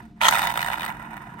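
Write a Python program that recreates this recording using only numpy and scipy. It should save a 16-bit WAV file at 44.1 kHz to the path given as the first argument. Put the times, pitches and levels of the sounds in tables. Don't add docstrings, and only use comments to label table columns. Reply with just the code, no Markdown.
import sys
import numpy as np
from scipy import signal
from scipy.fft import rfft, irfft
from scipy.io import wavfile

SR = 44100
rng = np.random.default_rng(int(sys.argv[2]) if len(sys.argv) > 2 else 0)


def wrap_up_sound(samples):
    columns = np.atleast_2d(samples).T
    tamed = np.clip(columns, -1, 1)
    steps = np.round(tamed * 32767).astype(np.int16)
    wavfile.write(sys.argv[1], SR, steps)


N = 61739

# (s, level dB, treble relative to it dB, chatter length s)
GEAR_SLIPS = [(0.2088, -30, -20, .004), (0.2142, -15, -22, .001), (0.2225, -18, -13, .006), (0.2345, -15, -15, .006), (0.2440, -17, -13, .005), (0.2482, -16, -14, .004), (0.2530, -12, -15, .004), (0.2590, -16, -10, .005), (0.2652, -15, -11, .005), (0.2698, -17, -14, .003)]
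# (s, level dB, treble relative to it dB, chatter length s)
LEVER_STOP = [(0.2836, -6.5, -11, .003), (0.2868, -8.5, -8, .008)]
# (s, level dB, treble relative to it dB)
REEL_KNOCKS = [(0.3104, -20, -4), (0.3246, -15, -15), (0.3356, -15, -15), (0.3465, -21, -9), (0.3541, -15, -12),
               (0.3631, -19, -15), (0.3735, -17, -15), (0.3847, -21, -7), (0.3923, -17, -14), (0.4185, -19, -12),
               (0.4294, -20, -13), (0.4391, -23, -11), (0.4543, -24, -11), (0.4717, -18, -11), (0.4968, -30, -11),
               (0.5042, -24, -11), (0.5145, -26, -11), (0.5222, -25, -14), (0.5399, -24, -12), (0.5569, -23, -16),
               (0.5664, -27, -14), (0.575, -16, -13), (0.585, -28, -20), (0.5924, -21, -14), (0.6058, -24, -13),
               (0.6168, -25, -8), (0.6282, -20, -12), (0.638, -33, -16), (0.6458, -24, -12), (0.6622, -22, -15),
               (0.6738, -26, -10), (0.6849, -21, -16), (0.7018, -23, -20), (0.7156, -24, -19), (0.7329, -23, -13),
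               (0.7404, -23, -17), (0.7564, -30, -17), (0.7757, -27, -21), (0.7821, -30, -14), (0.7959, -26, -15),
               (0.8081, -26, -14), (0.8193, -26, -14), (0.8321, -25, -14), (0.843, -24, -18), (0.8496, -28, -6),
               (0.8624, -25, -10), (0.8796, -28, -15), (0.8857, -31, -14), (0.8926, -30, -14), (0.9022, -28, -17),
               (0.915, -31, -22), (0.9233, -36, -14), (0.9688, -34, -23), (1.0189, -35, -22), (1.0253, -36, -16),
               (1.051, -36, -30), (1.1317, -32, -22), (1.1412, -34, -21), (1.1685, -34, -15), (1.1783, -35, -19),
               (1.3927, -36, -22)]
# (s, level dB, treble relative to it dB)
RUB = [(0, -42.5, -24.5), (0.04, -54.5, -16.5), (0.14, -69.5, -18.5), (0.2, -53.5, -19.5), (0.212, -27.5, -16.5), (0.25, -21.5, -13), (0.3, -25, -12.5), (0.41, -26, -13.5), (0.48, -24.5, -18), (0.53, -38, -17.5), (0.6, -34.5, -12.5), (0.74, -31, -18.5), (0.77, -37.5, -18), (0.87, -32, -21.5), (0.94, -39.5, -24), (1.17, -39.5, -24.5), (1.22, -40.5, -23), (1.4, -45, -25)]
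# (Hz, width Hz, level dB, left-right dB, right ear's phase lead rad)
CASING = [(718, 155, -12.5, 3.7, 0.6), (841, 101, -2.5, -4.7, 0.3), (922, 69, -6.1, -12.9, 0.5),
          (1119, 170, -11.3, -5.1, -2.5), (1439, 145, 0.0, -5.7, -2.4), (1564, 106, -10.9, 3.6, -2.3),
          (1713, 146, -9.2, -1.8, -1.0), (1932, 238, -7.5, -17.5, -1.8), (2475, 307, -6.4, -8.2, -5.6),
          (2877, 132, -13.9, -1.6, 0.9), (3600, 225, -8.4, 9.1, -1.1), (3892, 212, -18.1, -22.8, -4.1)]
SHELLS = [(5600, 400, -11, 5, 0), (6800, 1500, -7, 8, 0), (8600, 110, -4, 11, 0), (9000, 450, -8, 4, 0), (11650, 220, -11, 4, 0), (12750, 400, -3, 8, 0), (14000, 380, -7, 8, 0), (15250, 900, -1, 5, 0)]
LEVER = [(747, 188, -10.9, -4.6, 0.9), (852, 162, -16.9, -3.1, 2.3), (903, 139, -6.1, -9.6, 1.1),
         (1087, 72, -8.8, -9.4, -1.7), (1298, 122, -10.1, -2.4, -1.0), (1456, 173, 0.0, -6.9, -2.5),
         (1760, 159, -11.1, -4.9, -2.1), (1939, 305, -3.8, -12.7, -1.3), (2457, 322, -9.0, -11.5, 0.3),
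         (3125, 509, -1.7, 1.4, 0.2), (3256, 103, -28.5, -1.5, -1.4), (3549, 199, -10.3, 7.4, 1.9),
         (3859, 108, -18.8, -5.6, 0.4)]
LEVER_EDGE = [(4008, 382, -43, 7, 0.0), (5730, 250, -14, -13, -0.11), (6460, 140, -15, 23, -0.1),
              (7380, 700, -13.5, 9.5, 0.32), (9200, 1300, -18, 6, 1.3), (12100, 6900, -20, 12, 0.46),
              (15500, 1000, -16, -1, -0.34)]
# (Hz, dB per Hz)
RUMBLE = [(20, -34), (32, -4), (48, -1), (68, -1.5), (88, -9.5), (125, 1), (155, 1.5), (220, 0.5), (260, -11), (310, -5.5), (400, -13.5), (600, -30), (1500, -31), (5000, -40), (16000, -62)]
RUMBLE_SIDE_DB = -16.5
# (s, dB)
RUMBLE_LEVEL = [(0, -44), (0.18, -52), (0.27, -40.5), (0.5, -43.5), (0.93, -42.5), (1.05, -46.5), (1.4, -46)]
# (Hz, level dB)
HUM = [(186, -56.5), (221, -53), (296, -59.5), (705, -64.5)]
HUM_WIDTH_HZ = 11
GRAINS_PER_S, GRAIN_SPREAD_DB = 4000, 2.2
BODY_LOW_HZ, BODY_HIGH_HZ, TREBLE_LOW_HZ = 620, 4300, 4000
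TREBLE_LAG_S = 0.000239
SCATTER_DB, SCATTER_T60_S = -10, .018
ROOM_DB, ROOM_T60_S = -16, .25
LEVEL_WINDOW_S = .004
CUTOFF_HZ = 15900
TIME = np.arange(N) / SR
KNOCK_CHATTER_S = .0045
CHATTER_LEAD = .25
MODE_SPREAD_DB, MODE_SPREAD_RAD = 2, .45
CONTACT_HZ, CONTACT_DB, DB_PER_OCTAVE = 9200, -70, 17
RUB_TOP_HZ = 11300
TURNS_PER_S, WOBBLE_DB, SWELL_AT_S = 18, 2.5, 1
SPRING_HZ, SPRING_WIDTH_HZ, SPRING_DB = 3253, 27, 6.5
SOFT_HZ, SOFT_DB, HARD_DB = 2200, -23, -7
FLUTTER_PER_S, FLUTTER_DB = 260, 1.6
BRUSH_DB = 3
CHATTER_DB = -4


def amp(db):
    return 10 ** (np.asarray(db) / 20)


def rms_one(x):
    return x / np.sqrt(np.mean(x ** 2) + 1e-20)


def energy_one(x):
    return x / np.sqrt(np.sum(x ** 2) / 2 + 1e-20)


def cut(x, hz, kind, order=2):
    return signal.sosfilt(signal.butter(order, min(hz, .45 * SR), kind, fs=SR, output="sos"), x)


def convolve(x, response):
    return signal.fftconvolve(np.atleast_2d(x), response, axes=1)[:, :N]


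def reflections(db, t60, size=12000):
    t = np.arange(size) / SR
    wash = energy_one(rng.standard_normal((2, size)) * amp(-60 * t / t60) * (1 - np.exp(-t / .002)))
    return energy_one((t == 0) + amp(db) * wash)


def ring(modes, lag_s, size=1800):
    t = np.maximum(np.arange(size) / SR - np.array([[0], [lag_s]]), -1 / SR)
    out = 0
    for hz, width, db, pan, phase in modes:
        gain = amp(db + pan * np.array([[.5], [-.5]]) + MODE_SPREAD_DB * rng.standard_normal((2, 1))) * np.sqrt(width)
        angle = np.array([[0], [phase]]) + MODE_SPREAD_RAD * rng.standard_normal((2, 1))
        out = out + gain * (t >= 0) * np.exp(-np.pi * width * t) * np.cos(2 * np.pi * hz * t + angle)
    return out


def voice(body_modes, treble_modes):
    body = cut(cut(ring(body_modes, 0), BODY_LOW_HZ, "high", order=3), BODY_HIGH_HZ, "low", order=3)
    return energy_one(body), energy_one(cut(ring(treble_modes, TREBLE_LAG_S), TREBLE_LOW_HZ, "high", order=3))


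def knocks(rows, part, chatter_db, body_db, treble_db):
    out = np.zeros((2, N + SR))
    for s, db, bright_db, chatter_s in rows:
        start, sound = knock(part, s, db + body_db, bright_db + treble_db, chatter_s, chatter_db)
        out[:, start:start + sound.shape[1]] += sound
    return out[:, :N]


def lever():
    part = LEVER, LEVER_EDGE
    rasp = knocks(GEAR_SLIPS, part, chatter_db=CHATTER_DB, body_db=-0.06, treble_db=-0.7)
    return rasp + spring() + knocks(LEVER_STOP, part, chatter_db=CHATTER_DB, body_db=-0.8, treble_db=0.8)


def whir(part, count=6):
    level_db, bright_db = (np.interp(TIME, np.array(RUB)[:, 0], column) for column in np.array(RUB).T[1:])
    hard = hardness(bright_db)
    angle = 2 * np.pi * TURNS_PER_S * (TIME - SWELL_AT_S)
    flutter = np.interp(TIME * FLUTTER_PER_S, np.arange(N), rng.standard_normal(N))
    level_db = level_db + WOBBLE_DB * np.cos(angle) + FLUTTER_DB * flutter
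    bright_db = bright_db + BRUSH_DB * np.cos(2 * angle)
    out = 0
    for face in range(count):
        body, tick = voice(*part)
        sizes = amp(GRAIN_SPREAD_DB * np.minimum(rng.exponential(1, N), 4)) * rng.choice([-1, 1], N)
        grains = rms_one(sizes * (rng.random(N) < GRAINS_PER_S / count / SR)) * amp(level_db) / np.sqrt(count)
        is_hard = rng.random(N) < hard
        out = out + convolve(grains * is_hard, body) + convolve(grains * ~is_hard, cut(body, SOFT_HZ, "low", order=3))
        out = out + convolve(grains * amp(bright_db), energy_one(cut(tick, RUB_TOP_HZ, "low")))
    return out


def reels():
    part = CASING, SHELLS
    rows = [(*row, KNOCK_CHATTER_S) for row in REEL_KNOCKS]
    return knocks(rows, part, chatter_db=CHATTER_DB, body_db=-0.5, treble_db=0.2) + whir(part)


def background():
    hz = np.maximum(np.arange(N // 2 + 1) * SR / N, 1)
    points = np.array(RUMBLE)
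    colour = amp(np.interp(np.log(hz), np.log(points[:, 0]), points[:, 1]))
    mid, side = rms_one(irfft(rfft(rng.standard_normal((2, N))) * colour, N))
    level_db = np.interp(TIME, *np.transpose(RUMBLE_LEVEL))
    hum = sum(amp(db) * rms_one(irfft(rfft(rng.standard_normal(N)) / (1 + (2 * (hz - f) / HUM_WIDTH_HZ) ** 2), N)) for f, db in HUM)
    return amp(level_db) * (mid + amp(RUMBLE_SIDE_DB) * side * [[1], [-1]]) + hum


def knock(part, s, db, bright_db, chatter_s, chatter_db, count=24):
    place = (np.arange(count) + rng.random(count)) / count
    body, tick = voice(*part)
    body = cut(body, SOFT_HZ * 3 ** hardness(bright_db), "low", order=3)
    tick = cut(tick, CONTACT_HZ * 2 ** ((db + bright_db - CONTACT_DB) / DB_PER_OCTAVE), "low")
    sound = 0
    for response, level_db in ((body, db), (tick, db + bright_db)):
        clicks = np.zeros(SR // 50)
        clicks[int(CHATTER_LEAD * chatter_s * SR)] = 1
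        sizes = amp(chatter_db) * rng.standard_normal(count) * np.sin(np.pi * np.sqrt(place))
        np.add.at(clicks, np.minimum((place * chatter_s * SR).astype(int), len(clicks) - 1), sizes)
        sound = sound + energy_one(convolve(clicks, response)) * np.sqrt(LEVEL_WINDOW_S * SR) * amp(level_db)
    return int((s - CHATTER_LEAD * chatter_s) * SR), sound


def hardness(bright_db):
    return np.clip((bright_db - SOFT_DB) / (HARD_DB - SOFT_DB), 0, 1)


def spring():
    clicks = np.zeros(N)
    for s, db, bright_db, _ in GEAR_SLIPS:
        clicks[int((s + rng.uniform(0, 1 / SPRING_HZ)) * SR)] = amp(db + bright_db + SPRING_DB)
    return convolve(clicks, np.exp(-np.pi * SPRING_WIDTH_HZ * TIME) * np.sin(2 * np.pi * SPRING_HZ * TIME + np.array([[0], [1]])))


def scene():
    toy = convolve(lever() + reels(), reflections(SCATTER_DB, SCATTER_T60_S))
    return convolve(toy, reflections(ROOM_DB, ROOM_T60_S)) + background()


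def record(dry):
    return signal.sosfilt(signal.ellip(12, .1, 70, CUTOFF_HZ, fs=SR, output="sos"), 1.3 * np.tanh(dry / 1.3))


dry = scene()
out = record(dry)
wrap_up_sound(out)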